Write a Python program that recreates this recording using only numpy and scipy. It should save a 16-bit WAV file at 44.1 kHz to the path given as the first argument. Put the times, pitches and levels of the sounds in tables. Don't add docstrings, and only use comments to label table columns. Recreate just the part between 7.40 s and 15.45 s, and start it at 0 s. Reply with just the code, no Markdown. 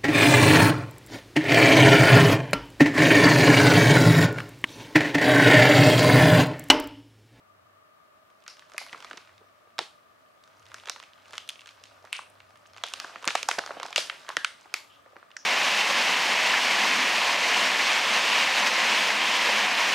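import sys
import numpy as np
from scipy import signal
from scipy.fft import rfft, irfft, next_fast_len
from scipy.io import wavfile

SR = 44100
rng = np.random.default_rng(int(sys.argv[2]) if len(sys.argv) > 2 else 0)


def amplitude_ratio(level_db):
    exponent = np.asarray(level_db, float) / 20
    return 10 ** exponent


def log_audio(samples):
    frames = np.atleast_2d(samples).T
    limited = np.clip(frames, -1, 1)
    pcm = np.round(limited * 32767).astype(np.int16)
    wavfile.write(sys.argv[1], SR, pcm)


N = 355005

# (frequency [Hz], bandwidth [Hz], decay time t60 of the spray of slips [s])
PARTS = [
    (662, 860, 0.032),
    (1324, 1300, 0.014),
    (2833, 3240, 0.015),
    (5230, 4000, 0.0091),
    (9500, 4700, 0.0095),
]


def unit(x):
    return x / np.sqrt(np.mean(x ** 2) + 1e-20)


def along(points, hz):
    f, v = np.transpose(points)
    return np.interp(np.log(hz + 1), np.log(f + 1), v)


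def filtered(x, response):
    n = x.shape[-1]
    m = next_fast_len(n + min(n, 4096))
    return irfft(rfft(x, m) * response(np.fft.rfftfreq(m, 1 / SR)), m)[..., :n]


def peak(f, hz, width_hz):
    return 1j * f * width_hz / (hz * hz - f * f + 1j * f * width_hz)


def pair(alike, hz):
    turn = np.arccos(np.clip(alike, -1, 1)) / 2
    return np.array([np.cos(turn), np.sin(turn)]) * np.ones_like(hz)


def stereo(ms):
    return np.array([ms[0] + ms[1], ms[0] - ms[1]])


def room_tone():
    # (frequency [Hz], level [dB])
    air_colour = [(12, -72), (30, -42), (63, -17), (340, -13), (1400, -12.5), (6910, -32.5), (12000, -36),
                  (16500, -37)]
    # (frequency [Hz], left-right likeness [-1 to 1])
    air_alike = [(60, 0.71), (180, 0.11), (550, -0.43), (1650, -0.27), (4970, -0.4), (15000, 0.78)]
    # (frequency [Hz], bandwidth [Hz], level [dB], left minus right [dB])
    drone = [(620, 53, -68, -6.5), (1200, 70, -71, 21.5), (1752, 41, -83.5, -19)]
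    # (time [s], level [dB], half length [s])
    swells = [(0.217, -71.5, 0.17), (1.25, -82, 0.083), (1.963, -69, 0.11), (3.302, -65.5, 0.13),
              (3.93, -72, 0.14), (4.455, -71.5, 0.2), (5.036, -68.5, 0.16), (5.36, -66.5, 0.076),
              (4.632, -72, 0.051), (5.57, -74, 0.047), (6.05, -75, 0.35), (7.6, -78, 0.19)]

    noise = rng.standard_normal((2, N))
    air = filtered(noise, lambda f: amplitude_ratio(along(air_colour, f)) * pair(along(air_alike, f), f))
    sound = amplitude_ratio(-62.5) * unit(stereo(air))
    for hz, width_hz, db, pan_db in drone:
        band = filtered(rng.standard_normal((2, N)), lambda f: peak(f, hz, 2.14 * width_hz) ** 2)
        sound += amplitude_ratio(db) * unit(band) * amplitude_ratio([[pan_db / 2], [-pan_db / 2]])

    t = np.arange(N) / SR
    drift = unit(filtered(rng.standard_normal(N), lambda f: 1 / (1 + (f / 11.0) ** 2)))
    hum = np.sin(2 * np.pi * 99 * t + 0.83 * drift)
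    hum_level = amplitude_ratio(-84.5)
    for s, db, half_s in swells:
        hum_level = hum_level + amplitude_ratio(db) * np.exp(-((t - s) / half_s) ** 2)
    return sound + hum_level * unit(hum)


def walls(count):
    # (frequency [Hz], decay time t60 [s])
    decay = [(200, 0.54), (800, 0.21), (2500, 0.3), (6000, 0.3), (14000, 0.5)]
    hz, t, z = signal.stft(rng.standard_normal((count, 2, SR // 3)), SR, nperseg=128)
    swell = 0.5 + 0.35 * np.clip((t - 0.014) / 0.0062, 0, 1)
    alike = along([(300, 0.65), (3000, 0.77), (14000, 0.57)], hz)
    fade = amplitude_ratio(-60 * t / along(decay, hz)[:, None])
    z = z * swell * fade * pair(alike, hz)[:, :, None]
    tail = signal.istft(z, SR, nperseg=128)[1]
    return tail / np.sqrt(np.sum(tail ** 2, axis=(1, 2), keepdims=True))


def thumps():
    # (time [s], peak level [dB])
    pushes = [(1.528, -44), (1.557, -45), (1.708, -43.5), (1.737, -41.5), (1.769, -45.5), (2.007, -56),
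              (2.386, -35.5), (2.405, -37), (5.761, -45.5), (5.873, -28), (6.183, -30), (6.37, -41),
              (6.432, -39), (6.58, -37), (6.97, -40), (7.764, -45.5)]
    hz, width_hz, t60 = 353, 470, 0.066
    s, db = np.transpose(pushes)[:, :, None]
    t = np.arange(2048) / SR
    noise = rng.standard_normal((len(s), len(t))) * amplitude_ratio(-60 * t / t60)
    puffs = filtered(noise, lambda f: peak(f, hz, width_hz) ** 2)
    puffs *= amplitude_ratio(db) / np.abs(puffs).max(axis=1, keepdims=True)
    where = np.round(s * SR).astype(int) + np.arange(len(t))
    return np.bincount(where.ravel(), puffs.ravel(), N)[:N]


def grains(rate, spread_db):
    size = (rng.random(N) < rate / SR) * amplitude_ratio(spread_db * np.minimum(rng.exponential(size=N), 2.2))
    decay_s = 0.00073
    puff = signal.lfilter([1], [1, -np.exp(-1 / (decay_s * SR))], size)
    return unit(puff * rng.standard_normal(N))


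def rustle():
    # (time [s], effort of the hands [dB])
    hands = [(0.0, -82), (0.99, -70), (1.57, -54.5), (2.08, -68.5), (2.95, -68.5), (3.15, -63.5),
             (3.5, -56.5), (3.65, -66), (3.9, -58.5), (4.08, -62), (4.31, -60.5), (5.29, -64.5),
             (5.58, -50.5), (5.9, -57), (6.03, -53.5), (6.68, -52.5), (7.62, -63.5), (8.05, -65)]
    # (frequency [Hz], level per Hz [dB])
    crackle = [(180, -40), (300, -21), (616, -11), (1570, -11.5), (3330, -17), (4320, -18.5), (7790, -25.5),
               (15000, -47)]
    # (frequency [Hz], level per Hz [dB])
    slide = [(120, -11.5), (300, -4), (700, -24), (1400, -2.5), (3000, -19)]

    effort_db = np.interp(np.arange(N) / SR, *np.transpose(hands)) + 60
    ticks = 0
    for hz, width_hz, _ in PARTS:
        slips = grains(rate=150, spread_db=3.0)
        rung = filtered(slips, lambda f: peak(f, hz, 1.15 * width_hz) ** 2)
        ticks = ticks + unit(rung) * np.sqrt(width_hz)
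    film = unit(filtered(ticks, lambda f: amplitude_ratio(along(crackle, f)))) * amplitude_ratio(-57 + 1.41 * effort_db)
    rub = grains(rate=100, spread_db=2.5)
    skin = unit(filtered(rub, lambda f: amplitude_ratio(along(slide, f)))) * amplitude_ratio(-66.5 + 0.93 * effort_db)
    near = film + skin
    far = signal.fftconvolve(near[None], walls(count=1)[0], axes=1)[:, :N]
    return amplitude_ratio(-5.5) * near * amplitude_ratio([[-0.6], [0.6]]) + amplitude_ratio(-2) * stereo(far)


def folds():
    # (time [s], peak
    # level [dB], pitch [Hz], narrowness [dB per octave squared], throw to the walls [dB])
    big = [(1.079, -29, 4050, 2, 1), (1.38, -22.5, 4550, 2.5, 3), (2.385, -31.5, 2530, -1, 4),
           (2.39, -17, 3570, 2, -4.5), (3.343, -28, 5630, 1, -2.5), (3.4967, -17.5, 5500, 1.5, -9.5),
           (3.98, -19.5, 3370, 5, -7), (4.0905, -22.5, 3120, 16, -9), (4.7286, -16, 2630, 17, 4),
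           (5.437, -21.5, 3400, 1, -2), (5.537, -16.5, 4070, 4, -7), (5.6, -22.5, 4860, 2.5, -3.5),
           (5.8763, -9, 3760, 4.5, -2.5), (5.882, -15.5, 2400, 3.5, -16), (5.952, -17.5, 2490, 0.5, -12),
           (6.0295, -17.5, 4700, 4.5, -8), (6.088, -11.5, 5000, 1, -1.5), (6.1127, -14.5, 2160, 2.5, -5),
           (6.187, -18, 4270, 10, -3), (6.56, -12.5, 4800, 2, 6), (6.579, -11, 3300, 11, 0.5),
           (6.968, -12, 3220, 2.5, -8.5), (7.0463, -11, 2800, 7, -7.5), (7.34, -14, 4500, 2, -5.5)]
    # (time [s], peak level [dB], pitch [Hz],
    # narrowness [dB per octave squared])
    small_folds = [(1.064, -37, 2100, 9), (1.194, -37.5, 3420, 5), (1.223, -43, 1660, 18),
                   (1.319, -42, 2940, 0.5), (1.345, -35.5, 725, 5), (1.365, -41, 3440, 10),
                   (1.385, -43, 2840, 15), (1.414, -33, 805, 17), (1.464, -39, 1800, 8), (1.485, -38, 2800, 30),
                   (1.495, -38, 2780, 30), (1.524, -40, 3680, 10), (1.529, -22, 2110, 44),
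                   (1.533, -32, 2240, 5), (1.546, -32, 1124, 10), (1.604, -38, 3200, 2),
                   (1.625, -36.5, 3000, 3), (1.646, -29, 2130, 4.5), (1.714, -36, 2000, 4),
                   (1.711, -30, 1490, -5), (1.731, -34, 2350, 7), (1.773, -32.5, 3630, 3.5),
                   (1.776, -30, 2370, 12), (1.874, -42, 2040, 10), (1.893, -42, 1760, 23),
                   (2.014, -46, 482, -10), (2.273, -48, 600, 9), (2.382, -24, 2150, 11),
                   (3.038, -44.5, 3800, -3.5), (3.265, -43.5, 3250, 3),
                   (3.317, -38, 1940, 6), (3.383, -38, 2270, 7), (3.399, -38, 2740, 20),
               (3.457, -34.5, 3500, 3), (3.471, -32, 2240, 14), (3.486, -26.5, 2130, 10),
               (3.561, -33.5, 1650, 3.5), (3.6, -31.5, 2300, 7.5), (3.637, -37, 2610, 6),
               (3.734, -41, 3280, 25), (3.882, -43.5, 6410, -1), (3.908, -39, 6900, 0.5),
               (3.933, -29, 2340, 4.5), (3.954, -34.5, 6880, 1), (4.0944, -27.5, 6400, 2),
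               (4.103, -30.5, 6100, 2), (4.157, -39, 2460, 22), (4.193, -37, 2790, 11),
               (4.208, -36.5, 3130, 11), (4.259, -38, 2990, 3.5), (4.277, -37.5, 2680, 8),
               (4.29, -37, 3080, 13), (4.438, -32.5, 3800, 13), (4.643, -38.5, 740, 21),
               (4.651, -40, 7350, 0.5), (4.673, -40, 1770, 21), (4.791, -32.5, 1490, 1.5),
               (5.003, -37.5, 2490, 11), (5.106, -47, 1590, 2.5), (5.157, -44, 2030, 5),
                   (5.256, -46.5, 1500, 8), (5.334, -45, 5060, 1), (5.364, -39.5, 1980, 2),
                 (5.381, -37.5, 2610, 2), (5.475, -32, 2430, 25), (5.485, -28, 3400, 16),
                 (5.618, -40, 3000, 0.5), (5.645, -28.5, 1560, 3), (5.758, -23, 1820, 32),
                 (5.826, -33.5, 4090, 4), (5.843, -25.5, 1850, 8), (5.853, -28, 6800, -1),
                 (5.888, -19.5, 1570, 9), (5.905, -21.5, 2460, 4), (5.954, -13.5, 2820, 2.5),
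                 (6.109, -33, 1500, -19), (6.184, -18, 760, 10), (6.191, -21.5, 1340, 0.5),
                 (6.216, -45, 1650, 4), (6.238, -30, 1120, 14), (6.262, -28.5, 4600, 0.5),
                 (6.275, -31.5, 1650, 4), (6.293, -34, 710, 8), (6.307, -28, 1200, 4),
                 (6.369, -29.5, 594, 15), (6.399, -26, 2120, 6), (6.431, -27, 4490, -1.5),
                 (6.453, -28.5, 770, 13), (6.463, -30, 5830, 1), (6.483, -36, 1210, 1.5),
                   (6.506, -36, 6200, 6), (6.528, -28, 3180, 3), (6.672, -39, 4500, 0.5),
                (6.698, -19.5, 2080, 10.5), (6.884, -31, 1660, 21), (6.89, -24.5, 3350, 0.5),
                (6.902, -23.5, 1040, 22), (6.92, -40, 2500, 13), (7.211, -48, 6880, 12),
                (7.23, -57, 4860, 7), (7.257, -43, 820, 7), (7.326, -49, 1210, 3), (7.661, -42, 547, 3),
                (7.731, -44, 560, 14), (7.759, -37.5, 850, 20), (7.766, -35, 1180, 9),
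                (7.828, -41.5, 1150, 8), (7.905, -43, 1780, 5), (7.915, -41, 3020, 27),
                (7.967, -37, 3220, 2),
                   (1.023, -51, 2890, 11), (1.039, -47.5, 6880, 1.5), (1.298, -46.5, 6200, 1),
             (1.336, -41.5, 6640, 2.5), (1.577, -43, 5000, 8), (1.64, -45, 4380, 9),
             (1.98, -42.5, 3600, 32), (3.436, -39, 2040, 10), (3.475, -35, 6410, 0),
             (3.627, -39.5, 2890, 1.5), (3.857, -41, 2310, 18), (4.077, -39, 6880, 1.5),
             (4.217, -40, 2530, 8), (4.272, -37, 4600, 2), (4.455, -40.5, 3620, 8), (4.724, -39, 2440, 9),
             (5.374, -40, 4380, 1.5), (5.831, -37.5, 1000, 1), (5.867, -36, 604, 1.5), (7.79, -59, 1021, 2),
             (0.902, -51.5, 2500, 5), (1.004, -56, 4600, 20), (1.169, -44.5, 3000, 2.5),
             (4.564, -56, 1200, 12), (4.626, -53, 5000, 8), (4.766, -30.5, 6030, 12), (4.826, -55, 5000, 5),
             (5.655, -40, 7000, 10), (5.747, -56, 6000, 10), (6.317, -37, 2500, 13), (6.38, -48, 8950, 12),
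             (6.412, -35, 1300, 5), (1.426, -41, 2500, 5), (1.553, -52, 600, 14), (6.457, -36, 1500, -3),
             (6.312, -29.5, 900, 11), (3.581, -49, 1500, 2), (3.799, -52, 3500, 16), (3.864, -53, 8000, 8),
             (3.938, -36, 1500, 1), (3.945, -40.5, 1500, -0.5), (4.309, -46, 4500, -3),
             (5.441, -32, 6000, 10), (5.466, -29, 7000, 11), (5.501, -36, 7000, 4), (4.657, -43, 1200, 11),
                   (1.464, -37, 8000, 10), (1.651, -42, 8000, 8), (1.671, -47, 3000, 10), (1.686, -46, 3020, 12),
              (1.7, -43, 6000, -1), (1.761, -46, 8000, 10), (1.849, -48, 2500, 10), (1.815, -50, 5500, 12),
              (3.027, -56, 8000, 12), (3.076, -50, 6000, 0), (3.17, -54, 5500, 12), (3.196, -48, 6000, 12),
              (3.227, -47, 4500, 8), (3.255, -46, 4500, 4), (3.31, -48, 2500, 12), (3.286, -49, 6000, 6),
              (3.595, -42, 7000, 10), (3.925, -39, 5000, 4), (3.97, -39, 5000, 2), (4.175, -52, 9500, 12),
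              (4.214, -45, 8000, 10), (5.173, -46, 7500, 14), (5.261, -46, 3020, 14),
              (5.268, -47, 6500, 14), (5.273, -46, 7000, 10), (5.345, -43, 2200, 18),
              (5.488, -40, 10500, 14), (5.692, -45, 1100, 8), (6.449, -38, 5000, 8), (6.895, -42, 8000, 6),
              (6.945, -55, 1200, 8), (7.246, -51, 2400, 10), (7.202, -52, 2500, 8), (6.547, -45, 3000, 6),
              (5.907, -28, 1240, 9)]
    # (time [s], peak level [dB], pitch [Hz], throw to the walls
    # [dB])
    facets = [(1.079, -31, 5100, 12), (1.38, -17, 2170, 0), (1.38, -20.5, 10500, 0), (4.09, -19, 9500, -18),
              (4.728, -18, 8800, 0.5), (4.791, -26, 1080, -3), (5.437, -18, 3400, 3.5),
              (5.952, -17.5, 733, -25), (6.0875, -16, 970, -4), (6.087, -10, 6050, -3),
              (6.56, -11.5, 2700, -7), (6.58, -20, 613, -9), (6.506, -38, 750, 2), (6.304, -33, 600, -6),
              (6.398, -37, 550, -8), (6.0285, -38, 500, -10), (6.89, -25.5, 1100, -9),
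              (5.826, -41, 1100, -4), (5.853, -25.5, 8500, -11), (6.1, -26, 3500, -8),
              (6.431, -22.5, 3900, -6), (6.43, -24, 1080, -5), (6.698, -19.5, 2850, -5),
              (7.047, -26, 8600, 2), (4.0942, -22.5, 3300, -5), (6.528, -26.5, 2370, -6),
              (6.56, -18.5, 5000, 7), (7.34, -24.5, 7000, 6), (3.4967, -24, 5500, 4), (3.98, -27, 3070, 4),
              (7.0465, -14, 3470, -9), (7.0465, -16.5, 1460, -2), (6.969, -36, 10500, 2),
              (4.9, -42, 9900, -4), (6.082, -36, 1250, -8), (6.188, -21, 1540, -6), (5.876, -14, 4200, 0),
              (5.437, -23, 5600, 2), (5.437, -25.5, 2330, -2), (7.23, -52, 6000, -6),
              (7.211, -47, 6200, -6), (1.38, -31.5, 1270, -2), (2.39, -23, 4200, 0), (2.39, -28, 3300, 4),
              (6.9688, -15.5, 1690, 3), (6.968, -19, 3260, -6), (6.97, -33, 4800, 2),
              (7.0465, -17.5, 2080, 2.5), (7.34, -14, 2200, -10), (7.966, -25.5, 1640, -5),
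              (7.967, -27, 5670, 6), (2.39, -26, 820, 1), (3.496, -24.5, 4000, 7.5),
              (7.501, -47.5, 3050, 18), (7.559, -47, 3200, 10)]
    response_db = [-2, 3, 2.5, 3, -4]

    small = np.array(small_folds)
    small_throw_db = -2.5 - 2 * rng.standard_normal((len(small), 1))
    rings = [(s, db, hz, 0, far_db) for s, db, hz, far_db in facets]
    events = np.vstack([big, np.hstack([small, small_throw_db]), rings])
    s, db, hz, narrow_db, throw_db = events.T[:, :, None]
    alone = (np.arange(len(s)) >= len(s) - len(rings))[:, None]

    parts = []
    for (part_hz, width_hz, t60), own_db in zip(PARTS, response_db):
        octaves = np.log2(part_hz / hz)
        part_db = db + own_db - np.abs(narrow_db) * octaves ** 2
        parts.append((part_hz, width_hz, t60, np.where(alone, -120, part_db)))
    parts.append((hz, 0.52 * hz, 0.019, db - 7 * ~alone))
    return s, parts, throw_db


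def snaps():
    rooms, size = walls(count=48)[..., :11500], 12288
    s, parts, throw_db = folds()
    t = np.arange(1024) / SR
    luck = rng.standard_normal((len(s), 8, len(t)))
    click = np.ones_like(s) * (t == 0)
    burst, radiated = 0, 0
    for k, (hz, width_hz, t60, part_db) in enumerate(parts):
        own_ring = k == len(PARTS)
        tune = np.exp(0.07 * luck[:, 7, k:k + 1] * (not own_ring))
        colour = lambda f: peak(f, hz * tune, width_hz * tune) ** 3
        slips = 0.028 * luck[:, k] ** 3 * amplitude_ratio(-60 * t / t60)
        near = filtered(click + slips, colour)
        near *= amplitude_ratio(part_db) / np.abs(near).max(axis=1, keepdims=True)
        purity = 2 if own_ring else 1
        even = filtered(np.roll(click, 96, axis=1), lambda f: np.abs(colour(f)) ** purity)
        near_size = np.linalg.norm(near, axis=1, keepdims=True)
        radiated = radiated + even * near_size / np.linalg.norm(even, axis=1, keepdims=True)
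        burst = burst + near

    treble = filtered(burst, lambda f: peak(f, 14000, 18000) * np.exp(1.5j * luck[:, 6, :1]))
    side = amplitude_ratio(-8.5) * treble - 0.11 * burst
    thrown = rfft(amplitude_ratio(throw_db) * radiated[:, :512], size)[:, None]
    answers = rfft(rooms, size)[np.arange(len(s)) % 48]
    heard = amplitude_ratio(-7.0) * irfft(thrown * answers, size)
    heard[:, 0, :len(t)] += burst
    heard[:, 1, :len(t)] += side

    out = np.zeros((2, N + SR))
    starts = np.round((s[:, 0] + 0.0002) * SR).astype(int)
    for start, sound in zip(starts, heard):
        out[:, start:start + sound.shape[1]] += sound
    return stereo(out[:, :N])


def scene():
    around = room_tone()
    packet = rustle() + thumps() + snaps()
    thinning = lambda f: 1 / (1 + 1j * f / 13000) ** 2 / (1 + (f / 15500) ** 8)
    return filtered(packet, thinning) + around


def band_limit(x):
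    return signal.sosfilt(signal.butter(12, 16400, fs=SR, output="sos"), x)


def record(dry):
    rumble_cut = lambda f: 1j * f / (45 + 1j * f) * 1j * f / (40 + 1j * f)
    mix = filtered(dry, lambda f: rumble_cut(f) / (1 + (f / 15850) ** 200))
    return band_limit(mix)


dry = scene()
out = record(dry)
log_audio(out)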